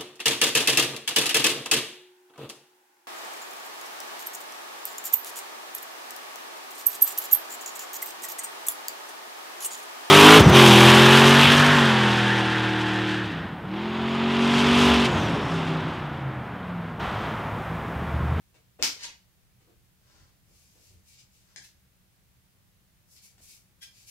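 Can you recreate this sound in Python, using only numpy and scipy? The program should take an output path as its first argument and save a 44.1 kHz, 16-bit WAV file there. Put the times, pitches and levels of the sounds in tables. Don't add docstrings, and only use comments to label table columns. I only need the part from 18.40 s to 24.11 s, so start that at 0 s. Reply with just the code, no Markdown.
import sys
import numpy as np
from scipy import signal
from scipy.fft import rfft, irfft
from scipy.io import wavfile
from scipy.ndimage import uniform_filter1d

SR = 44100
rng = np.random.default_rng(int(sys.argv[2]) if len(sys.argv) > 2 else 0)


def put_to_file(sound):
    columns = np.atleast_2d(sound).T
    safe = np.clip(columns, -1, 1)
    whole_steps = np.round(safe * 32767)
    wavfile.write(sys.argv[1], SR, whole_steps.astype(np.int16))


N = 251722
TIME = np.arange(N) / SR

# f/Hz, bandwidth/Hz, level/dB
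RULER_MODES = [(1643, 94, 16), (2010, 64, 13), (2382, 70, 13), (3230, 120, 14), (4580, 130, -1),
               (5390, 74, 12.5)]


def tool_clack(tick_lead_s=.0002, tick_db=-22.0):
    # t/s, level/dB
    impacts = [(0.426, 2)]
    # f/Hz, level/dB
    blow_spectrum = [(60, -32.5), (130, -17.5), (220, -21), (290, -17.5), (600, -17.5), (1300, -15),
                     (2300, -8.5), (3800, -10), (5300, -7), (6800, -9.5), (8500, -15), (12000, -18.5),
                     (15500, -23.5)]
    tick_spectrum = [(3000, -23), (7000, -5), (10500, -8.5), (14500, -3.5)]
    # f/Hz, bandwidth/Hz, level/dB
    modes = [(276, 42.5, 11.5), (860, 60, 5), (1380, 200, 4.5), (2220, 45, 9), (3040, 55, 4.5),
             (5270, 1800, 7.5)]
    out = np.zeros(N)
    for t, db in impacts:
        add(out, t - tick_lead_s, gain_of(db + tick_db) * body_response(tick_spectrum))
        add(out, t, gain_of(db) * body_response(blow_spectrum, modes=modes))
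    return room(out, wet_db=7.5, pan_db=5.5, build_s=0.0085) * gain_of([[.4], [-.9]])


def ruler_taps():
    # t/s, level/dB, contact time/s, tilt/(dB per octave), resonance boost/dB
    touches = [(3.161, -20.5, 0.001, -1.5, -9.5), (4.765, -36.5, 0.00084, 0.5, -5)]
    # f/Hz, level/dB
    spectrum = [(200, -14.5), (1000, -8), (1350, -13), (1750, -2), (2100, 0.5), (2800, -10.5), (4300, 2),
                (5600, 2), (6800, -3), (8500, -6), (11500, -13.5), (15500, -38.5)]
    out = np.zeros(N)
    for t, db, contact_s, tilt, ring_db in touches:
        tap = signal.fftconvolve(contact_force(contact_s), body_response(spectrum, tilt, RULER_MODES, ring_db))
        add(out, t, gain_of(db) * tap)
    return room(out, wet_db=6.0, pan_db=3.0, build_s=0.0056) * gain_of([[1], [-1]])


def bumps():
    # t/s, level/dB, contact time/s, tilt/(dB per octave), nearness (0 to 1)
    blows = [(0.141, -34.5, 0.01, 4, 0.27), (0.3896, -17, 0.0087, -1.5, 0), (0.3971, -20.5, 0.0024, 0, 0.4),
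             (.409, -25, 0.0072, 4, 0.4), (.419, -21.5, 0.0028, 1, 0.5), (0.563, -31, 0.004, -4.5, 0.64),
             (1.204, -42.5, 0.0092, 4.5, 0.2), (1.268, -38.5, 0.014, 0.5, 0), (2.075, -41.5, 0.019, 0, 0.2),
             (2.34, -40, 0.027, 2, 0.17), (2.499, -43, 0.027, -0.5, 0.25), (4.98, -37.5, 0.0033, 7, 0.3),
             (5.002, -38.5, 0.0035, 0.5, 0.7)]
    # f/Hz, level/dB
    spectrum = [(50, -32), (120, -11.5), (210, -13.5), (275, 1.5), (450, 1.5), (700, -8), (950, -13.5),
                (1600, -19), (2600, -18.5), (4000, -26.5), (7500, -32), (12000, -51.5)]
    close, far = np.zeros((2, N))
    for t, db, contact_s, tilt, nearness in blows:
        blow = gain_of(db) * signal.fftconvolve(contact_force(contact_s), body_response(spectrum, tilt))
        add(close, t, nearness * blow)
        add(far, t, (1 - nearness) * blow)
    return close + room(far, wet_db=7.5, pan_db=1.0)


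def tool_scrapes():
    # t/s at peak speed, level/dB, rise/s, fall/s, tilt/(dB per octave), resonance boost/dB
    pushes = [(.622, -49.5, 0.024, 0.0049, -0.5, 2), (.636, -45.5, 0.0053, 0.007, 2, -1),
              (.65, -42, 0.0084, 0.0037, -0.5, 3.5), (.685, -58.5, 0.014, 0.016, -2.5, -21)]
    # f/Hz, level/dB
    spectrum = [(300, -25), (700, -18), (950, -16), (1300, -19), (2100, -5), (3600, -11), (4600, -7),
                (6500, -9), (9000, -21), (12000, -26), (15500, -45)]
    # f/Hz, bandwidth/Hz, level/dB
    modes = [(912, 55, 4.9), (2070, 15, 8.7), (2953, 15, 13), (3770, 97, 2.5), (4480, 140, 3.8),
             (5950, 57, 2)]
    return friction_strokes(pushes, spectrum, modes)


def ruler_drags():
    # t/s at peak speed, level/dB, rise/s, fall/s, tilt/(dB per octave), resonance boost/dB
    drags = [(3.237, -61.5, 0.019, 0.025, -0.5, -16), (5.429, -47.5, 0.0093, 0.0054, 1.5, 2)]
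    # f/Hz, level/dB
    spectrum = [(300, -22), (1300, -15.5), (1650, -9), (2800, -4.5), (4500, 0), (6800, -0.5), (8700, -7),
                (11300, -6.5), (15500, -16)]
    return friction_strokes(drags, spectrum, RULER_MODES)


def ruler_slides(pan_db=0.2):
    # t/s at peak speed, rub level/dB, rise/s, fall/s, fizz level/dB relative to the rub
    strokes = [(2.19, -67.5, 0.068, 0.17, 2), (2.475, -64.5, 0.073, 0.05, 1),
               (2.7, -61.5, 0.027, 0.036, 1.5), (2.75, -61, 0.023, 0.059, -16),
               (2.795, -57, 0.0097, 0.027, -9), (2.965, -68, 0.035, 0.081, -0.5),
               (4.74, -71, 0.03, 0.04, 13), (4.79, -62, 0.021, .025, -10), (4.843, -60.5, .015, 0.041, 5),
               (5.04, -63, .022, 0.056, 7), (5.115, -56.5, .032, 0.04, 3), (5.59, -59, 0.039, 0.059, -2),
               (5.697, -52.5, 0.017, 0.036, 6)]
    # f/Hz, level/dB
    rub_spectrum = [(1200, -24), (1900, -14), (2300, -2), (3400, -7.5), (4400, -3), (5800, -5), (7500, -4),
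                    (9500, -16), (14000, -30)]
    fizz_spectrum = [(3000, -21.5), (5200, 4), (7000, 2.5), (8700, 0.5), (11500, 1), (15500, -7.5)]
    # f/Hz, bandwidth/Hz, level/dB
    modes = [(2570, 160, 1.5), (2900, 260, -6), (5030, 3300, 4.5)]
    # t/s of taking hold, factor on the resonance frequencies
    grips = [(0, 1.12), (4, .88), (5.35, 1.04)]
    grain = unit_rms(room(stick_slip(spread_db=2.5, per_s=5500), wet_db=11, pan_db=8.5))
    fizz = unit_rms(convolve(grain[:, ::-1], body_response(fizz_spectrum)))
    rub_power, fizz_power = np.zeros((len(grips), N)), np.zeros(N)
    for t, db, rise, fall, fizz_db in strokes:
        effort = gain_of(db) * swell(t, rise, fall)
        grip = sum(t > since for since, _ in grips) - 1
        rub_power[grip] += effort ** 2
        fizz_power += (effort * gain_of(fizz_db)) ** 2
    out = np.sqrt(fizz_power) * fizz
    for power, (_, shift) in zip(rub_power, grips):
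        held_modes = [(hz * shift, width, db) for hz, width, db in modes]
        rub = unit_rms(convolve(grain, body_response(rub_spectrum, modes=held_modes)))
        out += np.sqrt(power) * rub
    return out * gain_of([[pan_db], [-pan_db]])


def foot_shuffles():
    # t/s at peak speed, level/dB, rise/s, fall/s, tilt/(dB per octave), resonance boost/dB
    shuffles = [(1.755, -70.5, 0.083, 0.098, -1.3, 0), (3.115, -73.5, 0.042, 0.045, -0.48, 0)]
    # f/Hz, level/dB
    spectrum = [(200, -9), (400, 2), (700, -3.5), (1300, 3), (2500, -5), (5000, 2), (7500, -2), (9500, -15),
                (15000, -22.5)]
    return friction_strokes(shuffles, spectrum, modes=())


def floor_thuds(rise_s=0.045, fall_s=.04):
    # t/s, level/dB
    loads = [(.46, -59), (1.38, -64), (1.81, -60.5), (2.11, -65), (2.542, -57.5), (5.04, -64.5)]
    # f/Hz, level/dB
    spectrum = [(15, -10.5), (28, -3.5), (50, -1), (90, 3.5), (130, -11.5), (200, -16), (400, -39.5)]
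    envelope = sum(gain_of(db) * swell(t, rise_s, fall_s) for t, db in loads)
    return envelope * steady_noise(spectrum)


def hum(waver_hz=6):
    # f/Hz, level/dB
    tones = [(118, -86), (192, -79)]
    out = np.zeros(N)
    for hz, db in tones:
        drift = unit_rms(uniform_filter1d(rng.standard_normal(N), size=2500))
        phase = 2 * np.pi * np.cumsum(hz + waver_hz * drift) / SR
        out += gain_of(db) * np.sin(phase)
    return out


def noise_floor(hiss_db=-65.5, rumble_db=-69.5):
    # f/Hz, level/dB
    hiss = [(59, -31), (100, -12), (123, -3), (146, -16), (181, -10), (214, -20), (248, -20.5), (270, -24),
            (340, -23), (378, -25), (477, -26), (998, -28.5), (1920, -28), (8230, -32.5), (15500, -31.5)]
    rumble = [(15, -28), (25, -11), (45, -1.5), (85, 0.5), (110, -9), (180, -10.5), (260, -27),
              (500, -63.5)]
    return gain_of(hiss_db) * steady_noise(hiss) + gain_of(rumble_db) * steady_noise(rumble)


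def contact_force(contact_s):
    u = np.arange(0, 8 * contact_s, 1 / SR) / contact_s
    force = rng.standard_normal(len(u)) * np.sqrt(u) * np.exp(-u)
    return force / np.linalg.norm(force)


def stick_slip(spread_db, per_s):
    size = gain_of(spread_db * np.minimum(rng.exponential(1, N), 4))
    return unit_rms(size * rng.standard_normal(N) * (rng.random(N) < per_s / SR))


def friction_strokes(strokes, spectrum, modes):
    out, grain = np.zeros(N), stick_slip(spread_db=3.5, per_s=8000)
    for t, db, rise, fall, tilt, ring_db in strokes:
        speed = np.exp(-.5 * ((TIME - t) / np.where(TIME < t, rise, fall)) ** 2)
        out += gain_of(db) * convolve(grain * speed, body_response(spectrum, tilt, modes, ring_db))[0]
    return room(out, wet_db=6.0, pan_db=3.6, build_s=0.00083)


def swell(t, rise, fall):
    u = (TIME - t) / np.where(TIME < t, rise, fall)
    return np.exp(np.where(u < 0, -.5 * u ** 2, 1 - np.sqrt(1 + u ** 2)))


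def body_response(spectrum, tilt=0, modes=(), ring_db=0, size=4096):
    hz = abs(np.fft.fftfreq(size, 1 / SR))
    ring = 1 + sum(gain_of(db + ring_db) ** 2 / (1 + (2 * (hz - f) / width) ** 2)
                   for f, width, db in modes)
    gain = gain_of(value_at(spectrum, hz) + tilt * np.log2(np.maximum(hz, 20))) * np.sqrt(ring)
    log_gain = np.log(np.maximum(gain / gain.max(), 1e-5))
    kernel = np.fft.ifft(np.exp(signal.hilbert(log_gain).conj())).real
    return kernel / np.linalg.norm(kernel)


def room(x, wet_db, pan_db, build_s=0.0047, lag_samples=5):
    # delay/s, left gain, right gain
    reflections = [(.0011, 0.25, 0.25), (.0051, .35, 0.22), (.0063, .21, 0.17), (.0087, .4, .2),
                   (.0099, .21, .2), (.018, .24, 0.28), (0.0206, .48, .25)]
    # f/Hz, T60/s
    t60 = [(100, 0.26), (400, 0.29), (2000, 0.31), (4000, 0.31), (6500, 0.28), (14000, 0.27)]
    arrivals = rng.standard_normal((2, SR)) * (rng.random((2, SR)) < .35)
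    hz, t, bands = signal.stft(microphone_pair(arrivals), SR, nperseg=256)
    decay = gain_of(-60 * t / value_at(t60, hz)[:, None])
    tail = signal.istft(bands * decay, SR, nperseg=256)[1]
    tail *= 1 - np.exp(-np.arange(tail.shape[1]) / SR / build_s)
    response = gain_of(wet_db) * tail / np.linalg.norm(tail[0])
    response[0, 0] += gain_of(pan_db)
    response[1, lag_samples] += gain_of(-pan_db)
    for delay, left, right in reflections:
        response[0, round(delay * SR)] += left
        response[1, round(delay * SR) + rng.integers(-20, 20)] += right
    return convolve(x, response)


def microphone_pair(x):
    # f/Hz, correlation coefficient
    coherence = [(30, .7), (150, .45), (280, 0.54), (600, .35), (1300, 0.067), (15000, .02)]
    left, independent = rfft(x)
    shared = value_at(coherence, np.fft.rfftfreq(x.shape[1], 1 / SR))
    right = shared * left + np.sqrt(1 - shared ** 2) * independent
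    return irfft([left, right], x.shape[1])


def steady_noise(spectrum):
    shape = gain_of(value_at(spectrum, np.fft.rfftfreq(N, 1 / SR)))
    noise = irfft(rfft(rng.standard_normal((2, N))) * shape, N)
    return unit_rms(microphone_pair(noise))


def gain_of(db):
    return 10 ** (np.asarray(db) / 20)


def unit_rms(x):
    return x / np.sqrt(np.mean(x ** 2) + 1e-20)


def value_at(points, hz):
    f, value = np.transpose(points)
    return np.interp(np.log(hz + 1), np.log(f + 1), value)


def add(mix, t, sound):
    part = mix[round(t * SR):][:len(sound)]
    part += sound[:len(part)]


def convolve(x, kernel):
    return signal.fftconvolve(np.atleast_2d(x), np.atleast_2d(kernel), axes=1)[:, :N]


def scene():
    scraping = tool_scrapes() + ruler_drags() + foot_shuffles()
    impacts = tool_clack() + ruler_taps() + bumps()
    return impacts + scraping + ruler_slides() + floor_thuds() + hum() + noise_floor()


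def record(dry):
    ceiling, cutoff_hz = .82, 15800
    soft = dry / (1 + (dry / ceiling) ** 6) ** (1 / 6)
    low_pass = signal.firwin(511, cutoff_hz, window=("kaiser", 9), fs=SR)
    return signal.oaconvolve(soft, low_pass[None], "same")


dry = scene()
out = record(dry)
put_to_file(out)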